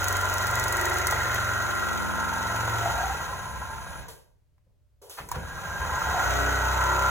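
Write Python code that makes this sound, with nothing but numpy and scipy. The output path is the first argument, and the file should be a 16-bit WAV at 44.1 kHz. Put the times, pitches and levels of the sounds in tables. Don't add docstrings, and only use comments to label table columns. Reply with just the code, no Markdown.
import sys
import numpy as np
from scipy import signal
from scipy.fft import rfft, irfft, next_fast_len
from scipy.io import wavfile
from scipy.ndimage import uniform_filter1d, map_coordinates

SR = 44100
rng = np.random.default_rng(int(sys.argv[2]) if len(sys.argv) > 2 else 0)


def to_wav(sig):
    pcm = np.clip(np.atleast_2d(sig), -1, 1) * 32767
    pcm = np.round(pcm).astype(np.int16)
    wavfile.write(sys.argv[1], SR, pcm.T)


N = 313102
T = np.arange(N) / SR

COAST_S, START_S = 4.01, 5.33
CRUISE_TURNS_PER_S = 23.4

# (frequency [Hz], level [dB])
MOUNT_COLOUR = [(20, -29), (40, -9), (65, 4.5), (95, -2), (150, -4), (220, -13), (800, -51.5)]
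# (frequency [Hz], level [dB])
CRACK_COLOUR = [(1500, -17.5), (4000, -3.5), (6800, 5), (10500, -1), (15000, 0)]
# (frequency [Hz], level [dB])
ROOM_OVER_DIRECT = [(60, -6), (300, 0), (900, -6), (1400, -12), (2000, -1), (3000, -1), (5000, -10)]


def amp(db):
    return 10 ** (np.asarray(db) / 20)


def unit(x):
    return x / np.sqrt(np.mean(x ** 2) + 1e-20)


def along(points, hz):
    f, v = np.transpose(points)
    return np.interp(np.log(hz + 1), np.log(f + 1), v)


def curves(rows):
    s, *cols = np.transpose(rows)
    return [np.interp(T, s, c) for c in cols]


def wobble(rate):
    knots = rng.standard_normal(int(N * rate / SR) + 4)
    steps = np.arange(0, len(knots) - 1, 1 / 8)
    return np.interp(T * rate, steps, map_coordinates(knots, [steps]))


def filtered(x, response):
    m = next_fast_len(N + SR // 2)
    return irfft(rfft(x, m) * response(np.fft.rfftfreq(m, 1 / SR)), m)[..., :N]


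def mode_power(hz, modes):
    return sum((gain / (1 + ((hz - centre) / width) ** 2)) ** 2 for centre, width, gain in modes)


def coloured(x, spectrum, modes=(), size=8192):
    hz = np.fft.rfftfreq(size, 1 / SR)
    peaks = [(centre, width, amp(db)) for centre, width, db in modes]
    power = amp(along(spectrum, hz)) ** 2 + mode_power(hz, peaks)
    cepstrum = irfft(np.log(power + 1e-12) / 2)
    cepstrum[1:size // 2] *= 2
    cepstrum[size // 2 + 1:] = 0
    response = irfft(np.exp(rfft(cepstrum)))
    return unit(signal.fftconvolve(x, response)[:N])


def noise(spectrum):
    return coloured(rng.standard_normal(N), spectrum)


def resonance(x, hz, width_hz):
    carrier = np.exp(2j * np.pi * np.cumsum(hz + np.zeros(N)) / SR)
    pole = np.exp(-2 * np.pi * width_hz / SR)
    smoothed = signal.lfilter([1], np.poly([pole, pole]), x / carrier)
    return unit(np.real(smoothed * carrier))


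def dying(x, t60):
    return signal.fftconvolve(x, amp(-60 * T[:SR // 4] / t60))[:N]


def swell(s, half):
    return np.exp(-((T - s) / half) ** 2)


def jolt(s, rise, t60):
    return np.clip((T - s) / rise, 0, 1) * amp(-60 * np.maximum(T - s - rise, 0) / t60)


def each_turn(turns, share, half):
    return np.exp(-(((turns - share + .5) % 1 - .5) / half) ** 2)


def doublings(speed):
    return np.log2(speed / CRUISE_TURNS_PER_S)


def speed_change(speed):
    return np.abs(uniform_filter1d(np.gradient(speed) * SR, size=6000))


def running():
    coasting = amp(-120 * np.maximum(T - COAST_S, 0))
    return np.maximum(coasting, np.clip((T - START_S) / 0.048 + 1, 0, 1))


def quiet():
    # (frequency [Hz], level [dB])
    quiet_colour = [(20, -16.5), (65, -5), (115, -8.5), (200, -29.5), (600, -36), (1000, -42),
                    (16000, -53.5)]
    mains_buzz = amp(-88.0) * np.sin(2 * np.pi * 600 * T)
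    shared = amp(-69.0) * noise(quiet_colour)
    each_side = amp(-66.0) * np.array([noise(quiet_colour), noise(quiet_colour)])
    return mains_buzz + shared + each_side


def garage(x):
    # (frequency [Hz], time to fall 60 dB [s])
    ring_times = [(1000, 0.54), (4000, 0.037), (14000, 0.079)]
    hz, t, z = signal.stft(rng.standard_normal((2, SR // 2)), SR, nperseg=256)
    z = z * amp(-60 * t / along(ring_times, hz)[:, None])
    z = z / np.sqrt(np.sum(np.abs(z) ** 2, axis=2, keepdims=True))
    tail = signal.istft(z, SR, nperseg=256)[1]
    tail = tail / np.linalg.norm(tail[0])
    late = np.pad(x, (200, 0))[None]
    wet = signal.fftconvolve(late, tail, axes=1)[:, :N]

    def room_share(hz):
        room = amp(along(ROOM_OVER_DIRECT, hz))
        return room / np.hypot(1, room)

    return filtered(wet, room_share)


def ports(x):
    # (frequency [Hz], phase [radians])
    left_lead = [(0, 0), (800, 0), (1300, -1.3), (1700, .2), (2800, 2.1), (4000, 2.3), (4750, 3.14),
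                 (6700, 6.28), (9000, 9.42), (16000, 19.6)]

    def response(hz):
        lead = np.interp(hz, *np.transpose(left_lead))
        direct_share = 1 / np.hypot(1, amp(along(ROOM_OVER_DIRECT, hz)))
        return np.exp(.5j * np.outer([1, -1], lead)) * direct_share

    return filtered(x, response)


def whine(speed):
    powered = running() ** 4
    effort = np.sqrt(np.minimum(speed / CRUISE_TURNS_PER_S, 1))
    level_db = -47.5 - 5 * (T > START_S) + 1.6 * wobble(45)
    tone = np.sin(2 * np.pi * 10000 * T + .35 * wobble(150))
    return powered * effort * amp(level_db) * tone


def hum(turns, speed):
    # (frequency [Hz], level [dB])
    ceiling = [(25, -27), (47, -17), (68, -7), (92, -3), (112, -16), (127, -8), (142, -17), (160, -20),
               (190, -14), (270, -23), (500, -22)]
    # (frequency [Hz], half width [Hz], level [dB])
    ceiling_modes = [(63.93, 1.4, 4)]
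    # (time [s], half length [s], frequency [Hz], level [dB])
    booms = [(.1, .85, 94, 2), (.6, .85, 47, -7.5), (.57, .16, 117, 0), (.908, .18, 364, 0),
             (1.05, .45, 70.4, -2), (1.33, .4, 115.5, -.5), (2.1, .3, 66.5, -6), (2.1, .48, 178, -1.5),
             (2.124, .42, 246, -2.5), (1.9, .25, 358, -5), (2.8, .3, 111.5, 4.5), (6.42, .18, 283, -7.5),
             (6.47, .2, 413, -6), (6.94, .08, 355, -4.5)]
    level_db, gain_db = -38.5, 8
    boom_width = 0.048
    build_up_hz_per_s = 130
    resonances = [(c, w, amp(db)) for c, w, db in ceiling_modes]
    resonances += [(c, boom_width * c, amp(db) * swell(s, half)) for s, half, c, db in booms]
    change = speed_change(speed)

    def tone(k, wander_db, waver, apart):
        hz = k * speed
        power = amp(along(ceiling, hz)) ** 2 + mode_power(hz, resonances)
        glide_loss = np.hypot(1, k * change / build_up_hz_per_s)
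        level = np.sqrt(2 * power) * amp(wander_db * wobble(4)) / glide_loss
        ports_apart = (-1) ** k * np.array([[1], [-1]]) * apart
        phase = 2 * np.pi * (k * turns + rng.random()) + waver * wobble(10)
        return level * np.sin(phase + ports_apart)

    sway = .2 * wobble(2)
    low = sum(tone(k, 1.1, .1, .42 + sway) for k in range(2, 6))
    high = sum(tone(k, 2.2, .25, .88 + sway) for k in range(6, 18))
    return amp(level_db + gain_db * doublings(speed)) * (low + high)


def shudders():
    # (time [s], half length [s], frequency [Hz], level [dB])
    shudder_rows = [(1.27, .08, 74, -43), (3.1, 0.081, 64, -41.5),  (5.924, 0.057, 73, -32.5),
                    (6.1, 0.047, 73, -33)]
    out = np.zeros(N)
    for s, half, hz, db in shudder_rows:
        tone = np.sqrt(2) * np.sin(2 * np.pi * (hz * T + rng.random()))
        out += amp(db) * swell(s, half) * tone
    return out


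def clacks(ring):
    # (time [s], crack level [dB], ring level [dB])
    clack_rows = [(4.083, -42, -42), (5.0965, -37, -55), (5.288, -33.5, -39), (5.3152, -27, -25)]
    rise_s, crack_t60_s, ring_t60_s = .0005, .028, .05
    crack = noise(CRACK_COLOUR)
    clank = unit(np.sin(2 * np.pi * 975 * T) + .5 * ring)
    out = np.zeros(N)
    for s, crack_db, ring_db in clack_rows:
        out += amp(crack_db) * jolt(s, rise_s, crack_t60_s) * crack
        out += amp(ring_db) * jolt(s, rise_s, ring_t60_s) * clank
    return out


def bumps(ring, body):
    # (time [s], rise [s], time to fall 60 dB [s], level [dB])
    bump_rows = [(1.122, .004, 0.054, -21.5), (4.581, 0.00071, 0.018, -63), (5.169, 0.02, .13, -33.5),
                 (5.336, .022, 0.0683, -33)]
    envelope = sum(amp(db) * jolt(s, rise, t60) for s, rise, t60, db in bump_rows)
    return envelope * (ring + amp(-18.5) * body)


def thuds(body):
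    # (time [s], level [dB])
    thud_rows = [(3.99, -42.5), (4.66, -63), (5.2, -39), (5.36, -32)]
    rise_s, t60_s = 0.0066, 0.43
    envelope = sum(amp(db) * jolt(s, rise_s, t60_s) for s, db in thud_rows)
    return envelope * (noise(MOUNT_COLOUR) + amp(-10.5) * body)


def scrapes(ring, body):
    # (time [s], time to fall 60 dB [s], hiss level [dB], body level [dB])
    scrape_rows = [(4.083, 0.39, -44.5, -50), (5.015, 1, -54, -50), (5.097, 0.87, -45.5, -78)]
    # (frequency [Hz], level [dB])
    scrape_colour = [(1000, -42), (3000, -2.5), (7200, -3.5), (11500, -1.5), (16000, -10.5)]
    rise_s = 0.00402
    slip = noise(scrape_colour) + amp(-9.5) * ring
    out = np.zeros(N)
    for s, t60, hiss_db, body_db in scrape_rows:
        out += jolt(s, rise_s, t60) * (amp(hiss_db) * slip + amp(body_db) * body)
    return out


def knocks():
    # (frequency [Hz], level [dB])
    body_colour = [(150, -40.5), (450, 8.5), (600, 2), (700, -6), (950, -5), (3000, -50)]
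    # (frequency [Hz], level [dB])
    ring_colour = [(300, -20.5), (1000, -1.5), (1500, -3), (2100, -12), (8000, -27.5)]
    body, ring = noise(body_colour), noise(ring_colour)
    return clacks(ring) + bumps(ring, body) + thuds(body) + scrapes(ring, body)


def ticks():
    # (time [s], level before a 2 dB lift [dB])
    tick_rows = [(0.042, -22.5), (.0832, -19), (0.126, -22.5), (0.1678, -23.5), (0.2123, -26),
                 (.2538, -30.5), (0.2974, -28.5), (.34, -26.5), (.382, -25.5), (.4254, -28), (0.469, -25),
                 (0.5115, -28), (0.555, -24.5), (0.5968, -22.5), (0.6394, -23), (0.6818, -22.5),
                 (0.7252, -21.5), (0.7688, -24), (0.8122, -23.5), (.855, -24), (.8973, -29), (0.941, -28.5),
                 (0.984, -24), (1.07, -18), (1.1104, -22), (1.3445, -25)]
    hits = np.zeros(N)
    for s, db in tick_rows:
        hits[int(s * SR)] = amp(db + 2)
    return dying(hits, t60=.02) * noise(CRACK_COLOUR)


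def chirps(turns):
    middle_s, half_s, level_db = 1, 0.47, -26.5
    rubbed = resonance(rng.standard_normal(N), hz=1938, width_hz=120)
    patch = each_turn(turns, share=.3, half=0.12)
    return amp(level_db) * swell(middle_s, half_s) * patch * rubbed


def groans(chatter):
    # (time [s], half length [s], frequency [Hz], glide [Hz per s], level [dB])
    groan_rows = [(2.862, 0.032, 691, 0.5, -30.5), (3.053, .098, 744, 747.5, -32),
                  (6.16, 0.067, 714, -80, -31)]
    out = np.zeros(N)
    for s, half, hz, glide, db in groan_rows:
        centre_hz = hz + glide * np.clip(T - s, -2 * half, 2 * half)
        out += amp(db) * swell(s, half) * resonance(chatter, centre_hz, width_hz=53)
    return out


def blows(turns, scatter, drift_db, size_db):
    # (place [share of a turn], level [dB])
    contacts = [(.01, 2.5), (.16, 3), (.33, 8.5), (.56, -0.5), (0.751, 6)]
    out = np.zeros(N)
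    for share, db in contacts:
        s = np.interp(np.arange(int(turns[-1])) + np.clip(share, 0, 1), turns, T)
        late, size = rng.standard_normal((256, 2))[:len(s)].T
        at = np.clip(((s + scatter * late) * SR).astype(int), 0, N - 1)
        out[at] += amp(db + size_db * size + drift_db * wobble(2.024)[at])
    return out


def rattle(turns, speed, t60, scatter, loose, slide):
    hits = blows(turns, scatter, drift_db=1.4, size_db=1.1) / np.sqrt(speed)
    tails = rng.standard_normal((2, SR // 4)) * amp(-60 * T[:SR // 4] / t60)
    paths = irfft(np.exp(1j * np.angle(rfft(tails))), SR // 4)
    near, far = signal.fftconvolve(hits[None], paths, axes=1)[:, :N]
    shift = T / 2 + 0.28 * wobble(2)
    repeating = unit(np.cos(shift) * near + np.sin(shift) * far)
    grinding = unit(np.sqrt(np.abs(dying(hits ** 2, t60))) * rng.standard_normal(N))
    loose = np.clip(loose, 0, 1)
    knocking = np.sqrt(1 - loose) * repeating + np.sqrt(loose) * grinding
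    sliding = np.clip(slide * (22 / speed) ** 3, 0, .85)
    return np.sqrt(1 - sliding) * knocking + np.sqrt(sliding) * rng.standard_normal(N)


def drive(turns, speed):
    # (time [s], level [dB])
    drag = [(0, 0.8), (1.25, 1.5), (2.2, -2.5), (3, 1.5), (3.5, -0.26), (5.5, -1.5), (6.25, -0.05),
            (6.6, -2), (7.1, -2)]
    # (time [s], looseness [0 = the same every turn .. 1 = tumbling])
    looseness = [(1.02, .25), (1.2, .65), (1.4, .12), (2.8, .1), (2.9, .9), (6.15, .9), (6.3, .08)]
    # (place [turns], half width [turns], level over the hiss [dB])
    sweeps = [(0.359, 0.064, 1.5), (.77, 0.104, 5.5)]
    # (frequency [Hz], half width [Hz], level [dB])
    rail_modes = [(1341, 88, 2), (1406, 55, 3)]
    # (frequency [Hz], level [dB])
    rail_colour = [(600, -36), (1400, -27), (1750, -37.5), (2150, -11), (2400, -23), (3500, -42),
                   (8000, -52.5)]
    # (frequency [Hz], half width [Hz], level [dB])
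    upper_modes = [(1943, 74, -4)]
    # (frequency [Hz], level [dB])
    carriage_colour = [(100, -54), (250, -22), (450, -10.5), (560, -7.5), (820, -6), (1150, -10.5),
                       (1500, -43), (4000, -67.5)]
    # (frequency [Hz], half width [Hz], level over its rms-1 colour [dB])
    carriage_modes = [(903.6, 13, -1), (1026.6, 27.6, -1), (1501, 39, -5), (1604, 35, -2.5)]
    # (frequency [Hz], level [dB])
    thread_colour = [(1200, -3), (2500, 6), (4200, -3), (5200, -3.5), (6900, 1.5), (7800, -5), (9500, -12),
                     (13000, -7.5), (14500, -4), (16000, -14.5)]
    # (frequency [Hz], half width [Hz], level [dB])
    thread_modes = [(3880, 250, 2.5), (6060, 130, 1.5), (6520, 45, 5.5), (6820, 70, 2.5)]

    pace, restarted = doublings(speed), T > START_S
    drag_db, = curves(drag)
    rough, = curves(looseness)
    rail_db = -31 + 15.5 * pace - 4.5 * restarted
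    carriage_db = -36.5 + 10.5 * pace + drag_db
    sweep_db = (1 - rough) * sum(db * each_turn(turns, share, half) for share, half, db in sweeps)
    hiss_db = -37.5 + 9.5 * pace + drag_db - 1.5 * restarted + sweep_db
    shake_db = -38.5 + 4 * pace - 20 * (1 - rough)

    twisted = turns + .009 * rough * wobble(7)
    ring = rattle(twisted, speed, t60=.04, scatter=.00001, loose=.01 + .8 * rough ** 2, slide=.04)
    chatter = rattle(twisted, speed, t60=.05, scatter=.00004, loose=.12 + .8 * rough, slide=.1)
    rubbing = rng.standard_normal(N) * amp(1.5 * wobble(300))

    rail = running() * amp(rail_db) * coloured(ring, [(1000, -56.5)], rail_modes)
    buzz = amp(rail_db - 11.5 + drag_db) * coloured(rubbing, rail_colour, upper_modes)
    modes = np.zeros(N)
    for hz, width, db in carriage_modes:
        modes += amp(db + 2.5 * wobble(2.955)) * resonance(chatter, hz, width)
    carriage = amp(carriage_db) * (coloured(chatter, carriage_colour) + modes)
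    thread = amp(hiss_db) * coloured(rubbing, thread_colour, thread_modes)
    shake = amp(shake_db) * noise(MOUNT_COLOUR)
    flutter = amp(.7 * wobble(45))
    return flutter * (rail + buzz + carriage) + thread + shake + groans(chatter) + chirps(turns) + ticks()


def scene():
    # (time [s], speed [turns per s])
    speed_runs = [
        [(0, 23.5), (.42, 23.28), (.63, 23.55), (.78, 23.2), (1.12, 23.42), (1.35, 23.03), (1.9, 22.5),
         (2.35, 21.98), (2.48, 22.3), (2.88, 22.52), (3.45, 13.5), (4.05, 10.6)],
        [(5.35, 10.6), (6.28, 31.92), (6.57, 31.55), (6.92, 32.52)],
    ]
    speed, = curves(np.vstack(speed_runs))
    turns = np.cumsum(speed) / SR
    opener = running() * drive(turns, speed) + knocks()
    direct = ports(opener + whine(speed))
    ceiling_hum = running() * hum(turns, speed)
    return direct + garage(opener) + ceiling_hum + shudders() + quiet()


def record(dry):
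    return filtered(dry, lambda hz: hz < 15900)


dry = scene()
out = record(dry)
to_wav(out)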